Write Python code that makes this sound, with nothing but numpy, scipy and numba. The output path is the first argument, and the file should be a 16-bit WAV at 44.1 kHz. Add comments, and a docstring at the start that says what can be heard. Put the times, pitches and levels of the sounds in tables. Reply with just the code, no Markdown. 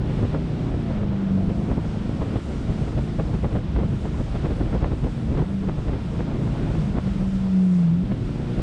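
"""The firing tone of a jet boat's eight-cylinder engine slides and booms as the boat runs up a rapid.
Wind rumbles, slaps and cracks at the port of one deck microphone; white water and spray hiss behind.
Engine: sines at the firing rate and on its eighths, lifted by hull resonances. Wind and water: shaped
noise; cracks and jolts: short pressure pulses. A limiter holds the peaks; output is mono."""
import sys
import numpy as np
from scipy import signal
from scipy.fft import rfft, irfft, next_fast_len
from scipy.io import wavfile
from scipy.ndimage import uniform_filter1d
from numba import njit

SR = 44100
rng = np.random.default_rng(int(sys.argv[2]) if len(sys.argv) > 2 else 0)


def persist_wave(psi):
    """Save psi, clipped to +-1, as 16-bit WAV."""
    counts = np.round(np.clip(psi, -1, 1) * 32767).astype(np.int16)
    wavfile.write(sys.argv[1], SR, np.atleast_2d(counts).T)


N = 380141

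# wind between the gusts: t/s, rumble level/dB, rasp level/dB
WIND_LEVELS = [(0, -26.5, -34.5), (.5, -27.5, -35.5), (1.1, -27.5, -34), (1.2, -33, -34), (1.42, -36, -35),
               (1.6, -33, -35), (1.8, -29, -37), (2.15, -29.5, -34.5), (2.45, -27.5, -35.5),
               (3.1, -28.5, -39), (3.6, -27, -39.5), (4.25, -26.5, -36), (4.6, -26, -35), (5.0, -26.5, -38),
               (5.3, -27, -37.5), (5.55, -32, -40), (6.2, -26.5, -35), (6.65, -26, -30.5),
               (6.95, -26, -36.5), (7.4, -28, -37.5), (7.56, -36, -38.5), (7.72, -45, -39.5),
               (7.95, -41, -41), (8.05, -35, -40.5), (8.2, -25.5, -40), (8.45, -31, -39), (8.62, -41, -35)]
# eddies at the port: t/s, nominal slap peak/dB, low gust rms/dB, edge against slap/dB
EDDIES = [(.04, -40, -32, -14), (.095, -27, -31, -4), (.185, -20.5, -23, -15), (0.231, -13, -19, -34),
          (.341, -12, -27, -36), (.734, -20, -23, -23), (.906, -18, -32, -18), (1.208, -25, -39, -25),
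          (1.449, -39, -33, -12), (1.492, -20, -25.5, -13), (1.583, -25, -31, -18),
          (1.691, -16.5, -25, -35), (1.715, -13, -19.5, -29), (1.779, -16, -23, -29.5),
          (1.845, -19.5, -28, -17), (2.091, -27, -27, -24), (2.216, -13, -23, -15), (2.337, -33, -23, -21),
          (2.36, -14.5, -30, -16), (2.462, -36, -28, -26), (2.53, -32, -34, -25), (2.7, -22, -22, -20),
          (2.819, -20, -24.5, -22), (2.877, -20.5, -29, -16), (2.978, -15, -19, -16),
          (3.194, -11, -23, -19), (3.338, -20.5, -21, -11), (3.441, -11, -18.5, -20),
          (3.516, -19, -30, -13), (3.554, -12, -21, -24), (3.66, -42, -32, -18), (3.76, -16, -19.5, -12),
          (3.79, -18.5, -20.5, -23), (3.829, -19, -25, -32), (3.931, -23, -23.5, -18),
          (4.052, -17, -26, -26), (4.138, -23, -29, -29), (4.198, -18, -24, -25),
          (4.353, -15.5, -22.5, -17), (4.449, -11.5, -22.5, -20), (4.507, -14, -23, -17),
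          (4.606, -11.5, -28, -31), (4.66, -34, -19.5, -23), (4.729, -15.5, -26, -28),
          (4.752, -16, -23, -24), (4.815, -24, -28, -14), (4.835, -11.5, -19, -14), (4.861, -25, -42, -33),
          (4.921, -17.5, -23.5, -36), (5.039, -14.5, -22, -16), (5.065, -19.5, -28, -28),
          (5.29, -25, -26, -16), (5.315, -22, -22.5, -16), (5.349, -26, -28, -28), (5.372, -15, -30, -19),
          (5.391, -18, -29, -18), (5.414, -20.5, -22, -31), (5.632, -36, -23.5, -11),
          (5.682, -16.5, -25, -15), (5.779, -19, -25.5, -25), (5.883, -14.5, -23.5, -17),
          (5.934, -20, -22, -12), (5.966, -22, -36, -18), (6.195, -14.5, -24, -22), (6.467, -24, -31, -20),
          (6.615, -34, -29, -20), (6.652, -33, -29, -29), (6.7, -18, -23.5, -24), (6.78, -31, -22, -22),
          (6.95, -24, -23, -10), (6.972, -14, -22, -23), (7.069, -26, -26.5, -19), (7.203, -23, -23, -21),
          (8.047, -37, -24.5, 3), (8.117, -19, -27, -12), (8.565, -25, -31.5, -22), (8.59, -21, -20.5, -25)]
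SLAP_S = 0.011  # mean half length


def undb(db):
    """Decibels to gain."""
    return 10 ** (np.asarray(db) / 20)


def curves(table):
    """Columns after time, interpolated to one value per sample."""
    t_s, *columns = np.transpose(table)
    return [np.interp(np.arange(N) / SR, t_s, c) for c in columns]


def walk(rate_hz):
    """Random levels held 1 / rate_hz and slewed by two moving averages; standard deviation 1."""
    hold = int(SR / rate_hz)
    steps = np.repeat(rng.standard_normal(N // hold + 1), hold)
    slewed = uniform_filter1d(uniform_filter1d(steps, hold), hold)[:N]
    return slewed / slewed.std()


def noise(points, shared_db, own_db, rate_hz):
    """Coloured noise, rms 1, in overlapping 2/3-octave bands; levels flicker together and alone."""
    size = next_fast_len(N)
    bin_place = np.log2(np.arange(size // 2 + 1) * SR / size + 1e-9) * 3 / 2  # in 2/3 octaves
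    f_hz, level_db = np.transpose(points)
    place = np.log2(f_hz) * 3 / 2
    colour = undb(np.interp(bin_place, place, level_db, -200, -200))
    spectrum = rfft(rng.standard_normal(size)) * colour
    out, shared = 0, shared_db * walk(rate_hz)
    for centre in range(int(place[0]), int(place[-1]) + 2):
        window = np.clip(1 - abs(bin_place - centre), 0, 1)
        out = out + irfft(spectrum * window, size)[:N] * undb(shared + own_db * walk(rate_hz))
    return out / out.std()


def band(lo_hz, hi_hz, order=2):
    """Noise of rms 1 between two edges."""
    sos = signal.butter(order, [lo_hz, hi_hz], "band", fs=SR, output="sos")
    x = signal.sosfilt(sos, rng.standard_normal(N))
    return x / x.std()


def puffs(times_s, peaks, lengths_s):
    """Sum of Gaussian swells."""
    out = np.zeros(N)
    for t_s, peak, length_s in zip(times_s, peaks, lengths_s):
        first = max(int((t_s - 3 * length_s) * SR), 0)
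        last = min(int((t_s + 3 * length_s) * SR), N)
        i = np.arange(first, last)
        out[i] += peak * np.exp(-((i / SR - t_s) / length_s) ** 2)
    return out


def steady(x, span_s):
    """Evens out the level over this span and keeps the finer grain."""
    return x / np.sqrt(uniform_filter1d(x ** 2, int(span_s * SR)) + 1e-3)


def river():
    """White water round the hull, fine spray above it and ticking drops: noise in three colours."""
    # t/s, white water level/dB, spray level/dB
    river_levels = [(0.0, -49, -63), (0.02, -48, -61.5), (0.12, -46.5, -61), (0.89, -48, -62),
                    (1.06, -49, -66.5), (1.4, -49.5, -62.5), (1.9, -48.5, -61.5), (2.88, -46.5, -58),
                    (3.07, -48.5, -59.5), (3.53, -49, -60), (3.6, -50, -64.5), (4.34, -47, -58),
                    (4.49, -47, -60), (5.54, -49.5, -61.5), (6.74, -47, -60), (7.46, -49.5, -58.5),
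                    (7.7, -50, -61), (7.92, -51, -63), (8.2, -49, -62.5), (8.62, -45.5, -59.5)]
    # noise spectra: f/Hz, relative density level/dB
    water_spectrum = [(350, -33), (600, -9), (785, -15.5), (868, -7), (1180, -7.5), (1370, -4), (1610, -9),
                      (3540, -12.5), (6500, -30), (8450, -57), (14300, -120)]
    spray_spectrum = [(3500, -19.5), (4500, -5), (5200, -4.5), (6350, -8.5), (8150, -8.5), (9600, -14.5),
                      (10300, -21.5), (11000, -29), (12500, -32), (15500, -40.5), (17000, -52.5)]
    # drops on the housing: t/s, envelope peak/dB
    drops = [(8.176, -63)]

    water_db, spray_db = curves(river_levels)
    water = noise(water_spectrum, shared_db=-0.64, own_db=0.0, rate_hz=12)
    spray = noise(spray_spectrum, shared_db=-0.5, own_db=1.24, rate_hz=13)
    t_s, drop_db = np.transpose(drops)
    ticks = puffs(t_s + .002, undb(drop_db), .002 + 0 * t_s) * band(3000, 9000, order=6)
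    return undb(water_db) * water + undb(spray_db) * spray + ticks


def wind():
    """Turbulence on the port: a deep rumble and a rasp that swell with every gust."""
    # noise spectra: f/Hz, relative density level/dB
    rumble_spectrum = [(15, -32.5), (25, 0), (40, 0), (65, 4), (90, -2.5), (130, 0.5), (180, -4.5),
                       (250, -18.5), (400, -31)]
    rasp_spectrum = [(100, -21), (170, -3.5), (260, 0.5), (400, -4.5), (630, -10), (1000, -17), (1600, -26),
                     (3000, -37)]
    # brief changes of the wind between gusts: t/s, change/dB
    brief_changes = [(.47, -1), (.83, -6), (1.37, -0.5), (1.83, -5), (2.4, -8), (2.44, -6), (2.6, 0),
                     (2.92, 0), (3.28, 6), (3.62, -1.5), (3.99, -3), (4.25, -3), (5.12, -4.5), (5.48, 1),
                     (6.0, -3.5), (6.25, -6), (6.82, -0.5), (7.02, -4.5)]
    change_s = .028  # half length
    gust_s, gust_late_s = 0.026, 0.0057  # half length; delay of gust peak after the tabled time
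    gust_rasp_db = -21.5  # rasp rms against nominal slap peak

    rumble_db, rasp_db = curves(WIND_LEVELS)
    t_s, slap_db, gust_db, _ = np.transpose(EDDIES)
    gust_t_s, gust_lengths_s = t_s + gust_late_s, gust_s + 0 * t_s
    low_gust = puffs(gust_t_s, undb(gust_db), gust_lengths_s)
    high_gust = puffs(gust_t_s, undb(slap_db + gust_rasp_db), gust_lengths_s)
    rumble = steady(noise(rumble_spectrum, shared_db=1.1, own_db=1.5, rate_hz=14), .09)
    rasp = noise(rasp_spectrum, shared_db=1.0, own_db=1.5, rate_hz=35)
    t_s, depth_db = np.transpose(brief_changes)
    change_db = puffs(t_s, depth_db, change_s + 0 * t_s)
    rumble_gain = np.hypot(undb(rumble_db + change_db), low_gust)
    rasp_gain = np.hypot(undb(rasp_db + change_db), high_gust)
    return rumble_gain * rumble + rasp_gain * rasp


def slaps():
    """Each eddy is a ragged swell of noise with a tail, over a longer bass thump without one."""
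    crest_db = 16.5  # peak of a short noise burst over its rms
    thump_db = -4.5  # against the low gust
    length_spread = .12  # log standard deviation
    ragged_db, ragged_hz = 3, 200
    tail_lengths, tail_db = 2.6, -10.5  # tail length in slaps; level against the slap
    splash_db = -12  # upper mids against the body

    t_s, slap_db, gust_db, edge_db = np.transpose(EDDIES)
    chance = rng.standard_normal((len(t_s), 2)).T
    length_s = SLAP_S * np.exp(length_spread * chance[0])
    t_s, slap_db = t_s + 0.54 * SLAP_S, slap_db - crest_db
    tail_s = tail_lengths * length_s

    def swell(db, share, hiss):
        grains = steady(hiss * undb(ragged_db * walk(ragged_hz)), .02)
        hit = puffs(t_s, undb(db), share * length_s)
        tail = puffs(t_s + tail_s / 2, undb(db + tail_db + 2 * chance[1]), tail_s)
        return (hit + tail) * grains

    body = swell(slap_db, 1., band(280, 547))
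    thump = puffs(t_s, undb(gust_db + thump_db), 1.59 * length_s) * steady(band(90, 285), 0.048)
    edge = swell(slap_db + edge_db, .8, band(730, 3100))
    splash = swell(slap_db + splash_db, 0.75, band(560, 1300))
    muffle = signal.butter(4, 4000, fs=SR, output="sos")
    return signal.sosfilt(muffle, body + thump + edge + splash)


def cracks():
    """Port pressure jumps either way within a fraction of a millisecond and swings back, damped."""
    # t/s, pulse peak/dB
    crack_peaks = [(.346, -26), (.739, -28), (1.032, -28), (1.713, -23), (1.777, -26), (2.09, -35),
                   (2.218, -24), (2.367, -24), (3.196, -20.5), (3.339, -27), (3.439, -22.5), (3.452, -23),
                   (3.761, -24), (3.787, -26), (3.807, -25), (4.053, -22.5), (4.197, -31), (4.449, -27),
                   (4.728, -26), (4.825, -23), (4.832, -20), (4.843, -14.5), (4.858, -26), (4.919, -24),
                   (5.041, -32), (5.348, -29), (5.371, -26), (5.688, -30), (5.694, -19), (5.883, -31),
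                   (5.935, -23.5), (6.205, -23), (6.476, -26), (6.752, -26), (6.977, -26), (6.984, -16),
                   (7.195, -40), (8.117, -30)]
    t_s, peak_db = np.transpose(crack_peaks)
    blows = np.zeros(N)
    blows[((t_s + .0015) * SR).astype(int)] = undb(peak_db) * rng.choice([-1, 1], len(t_s))
    age_s = np.arange(SR // 20) / SR
    jump = np.exp(-age_s / 0.0009) * np.cos(2 * np.pi * 700 * age_s)
    jump = signal.sosfilt(signal.butter(3, 1900, fs=SR, output="sos"), jump)
    return signal.fftconvolve(blows, jump / abs(jump).max())[:N]


def jolts():
    """N-shaped swings: pressure winds up one way, snaps across and sags back, in either polarity."""
    # t/s, peak-to-peak snap/dB
    snaps = [(0.231, -12), (0.239, -6.5), (0.253, -10), (0.354, -17), (0.746, -12), (1.5, -15),
             (1.585, -15), (1.701, -10), (1.714, -24), (1.782, -4.5), (2.095, -9), (2.353, -12),
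             (2.361, -9), (3.198, -10), (3.453, -12), (3.556, -11), (3.791, -16), (3.834, -18),
             (4.215, -13), (4.451, -15), (4.608, -14), (4.616, -7.5), (4.754, -8), (4.827, -9), (4.831, -9),
             (4.845, -17), (4.863, -14), (4.918, -13), (4.935, -13), (5.324, -18), (5.352, -11),
             (5.368, -18), (5.405, -18), (5.426, -12), (6.956, -18), (6.973, -15), (6.979, -14),
             (6.985, -12), (8.037, -20), (8.12, -13), (8.17, -17), (8.293, -15), (8.36, -15), (8.4, -15),
             (8.43, -14.5), (8.6, -10)]
    wind_up_s, snap_s = 0.0015, 0.0006  # time constants: wind-up and sag; snap
    t_s, size_db = np.transpose(snaps)
    blows = np.zeros(N)
    blows[(t_s * SR).astype(int)] = undb(size_db) * rng.choice([-1, 1], len(t_s))
    lag_s = np.arange(-SR // 50, SR // 50 + 1) / SR
    swing = np.tanh(lag_s / snap_s) * np.exp(-abs(lag_s) / wind_up_s)
    return signal.fftconvolve(blows, swing / np.ptp(swing), "same")


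def engine():
    """A nearly pure firing tone, and weaker wavering lines on eighths of it, lifted by the hull."""
    # t/s, firing rate f/Hz, firing tone swell/dB, uneven lines gain/dB
    revs = [(0, 243, -7, 2.5), (.35, 242.7, 4.5, 1), (.74, 240.4, -4, 3.5), (.82, 229.6, 6, 1),
            (.9, 217.6, 6.5, 1), (.97, 209, 4.5, -1.5), (1.05, 201.4, 2, -1), (1.2, 195.3, 4, -3),
            (1.35, 190.6, 5.5, 3), (1.45, 190.8, -1.5, 5), (1.53, 202.4, 1, 2), (1.65, 209.4, 4, 4),
            (1.8, 214.8, -9, -2.5), (1.95, 212.9, 3, 0.5), (2.4, 214.8, -5.5, -3), (2.7, 216.6, 0, 0),
            (3.15, 216.4, 0, 0.5), (3.6, 203.5, -9, -3.5), (3.85, 202.7, 2.5, 1), (4.07, 200.9, -8, -4),
            (4.35, 224.9, -19, -6), (4.55, 234.5, -2, -2.5), (4.97, 245.3, -7.5, -5), (5.25, 220.8, 6, -1),
            (5.4, 205.3, -8, -2), (5.47, 196.2, -1.5, -6), (5.55, 194.7, 0.5, -5), (5.65, 194.2, 1, -11),
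            (5.72, 194.5, -9, 0), (5.9, 206.7, -9.5, -2.5), (6.45, 225, 0.5, 1), (6.6, 219.4, 1, 1),
            (6.83, 204.3, -2, -1), (6.88, 200.7, 4, -4), (6.94, 198, -3.5, -6), (7.05, 194.9, -1, -11),
            (7.15, 194.5, 1.5, -3.5), (7.23, 191.5, 1, -11), (7.36, 191.6, 2, -8), (7.49, 189, 1.5, -8.5),
            (7.56, 187.3, 4.5, -7.5), (7.75, 179.7, 1, -7.5), (7.83, 171.7, -2, -9.5), (7.89, 164, 0, -1.5),
            (7.97, 174.3, -4.5, 2), (8.03, 186.2, 3.5, -1), (8.12, 198, 6, -2), (8.14, 203.8, -11, -0.5),
            (8.25, 223.2, -2, 0), (8.4, 235.8, 5, -0.5), (8.62, 239, -1, 2.5)]
    # multiple of firing rate, level against firing tone/dB
    overtones = [(2, -34)]
    # uneven cylinders and pump shaft: eighths of firing rate, level/dB
    uneven_lines = [(2, -44.5), (4, -37.5), (5, -41.5), (6, -42.5), (7, -43.5), (9, -44), (10, -42.5),
                    (11, -47.5), (12, -46.5), (13, -47.5), (14, -57), (15, -61), (16, -54.5), (17, -61),
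                    (18, -59.5), (20, -58), (21, -62), (24, -59.5), (26, -64.5), (28, -60)]
    # hull resonances on the uneven lines: f/Hz, half width/Hz, lift/dB, added lift in falling revs/dB
    hull_modes = [(157.5, 20.3, 7.5, 2.5), (665, 30, 7, 5)]
    # brief level changes of the firing tone: t/s, change/dB
    tone_changes = [(7.005, -12), (8.062, -32), (8.18, 1)]
    change_s = 0.017  # half length
    tone_db = -42  # far from the boom
    boom_hz, boom_width_hz, boom_db = 170.6, 27.2, 26.5  # hull resonance on the firing tone
    overrun_hz_per_s = 90  # fall of the firing rate that gives the full added lift
    calm_db, buffet_waver = -40, .05  # rumble above calm makes the tone waver more, dB per dB

    hz, swell_db, uneven_db = curves(revs)
    t_s, depth_db = np.transpose(tone_changes)
    boom_lift_db = boom_db / (1 + ((hz - boom_hz) / boom_width_hz) ** 2)
    level_db = swell_db + tone_db + boom_lift_db + puffs(t_s, depth_db, change_s + 0 * t_s)
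    phase = 2 * np.pi * np.cumsum(hz * (1 + 0.0031 * walk(30))) / SR
    tone = np.sin(phase)
    for multiple, db in overtones:
        tone = tone + undb(db + 3.0 * walk(15)) * np.sin(multiple * phase)

    fall_hz_per_s = -np.gradient(uniform_filter1d(hz, SR // 20)) * SR
    overrun = np.clip(fall_hz_per_s / overrun_hz_per_s, 0, 1)
    lumps = 0
    for eighths, db in uneven_lines:
        ratio = round(eighths) / 8
        lift_db = sum((peak_db + fall_db * overrun) / (1 + ((ratio * hz - mode_hz) / width_hz) ** 2)
                      for mode_hz, width_hz, peak_db, fall_db in hull_modes)
        gain = undb(db + lift_db + 3.0 * walk(14))
        line_phase = ratio * (phase + 0.46 * walk(18)) + rng.uniform(0, 2 * np.pi)
        lumps = lumps + gain * np.sin(line_phase)

    buffet_db = np.clip(curves(WIND_LEVELS)[0] - calm_db, 0, 12)
    waver_db = (.8 + buffet_waver * buffet_db) * walk(32)
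    return np.sqrt(2) * (undb(level_db + waver_db) * tone + undb(uneven_db) * lumps)


def scene():
    """Everything at one microphone; wind and slap pressure flattens at the port."""
    port_top = undb(-13.5)
    port = port_top * np.tanh((wind() + slaps()) / port_top)
    return (engine() + port + cracks() + jolts() + river())[None]


@njit
def limiter(x, top, ratio, attack, release, ahead):
    """Follows the level a few samples ahead and turns the gain down when it exceeds the top."""
    y, level = np.empty(len(x)), 0.
    for i in range(len(x)):
        coming = abs(x[min(i + ahead, len(x) - 1)])
        level += (coming - level) * (attack if coming > level else release)
        y[i] = x[i] * (min(1., top / (level + 1e-9)) ** (1 - 1 / ratio))
    return y


def record(dry):
    """A quick limiter holds the gusts down, and an elliptic low-pass cuts the top."""
    attack_s, release_s, top_hz = .0004, .03, 15700
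    held = limiter(dry[0], .235, 5.0, 1 / (attack_s * SR), 1 / (release_s * SR), SR // 2000)[None]
    return signal.sosfilt(signal.ellip(8, .2, 70, top_hz, fs=SR, output="sos"), held)


dry = scene()
out = record(dry)
persist_wave(out)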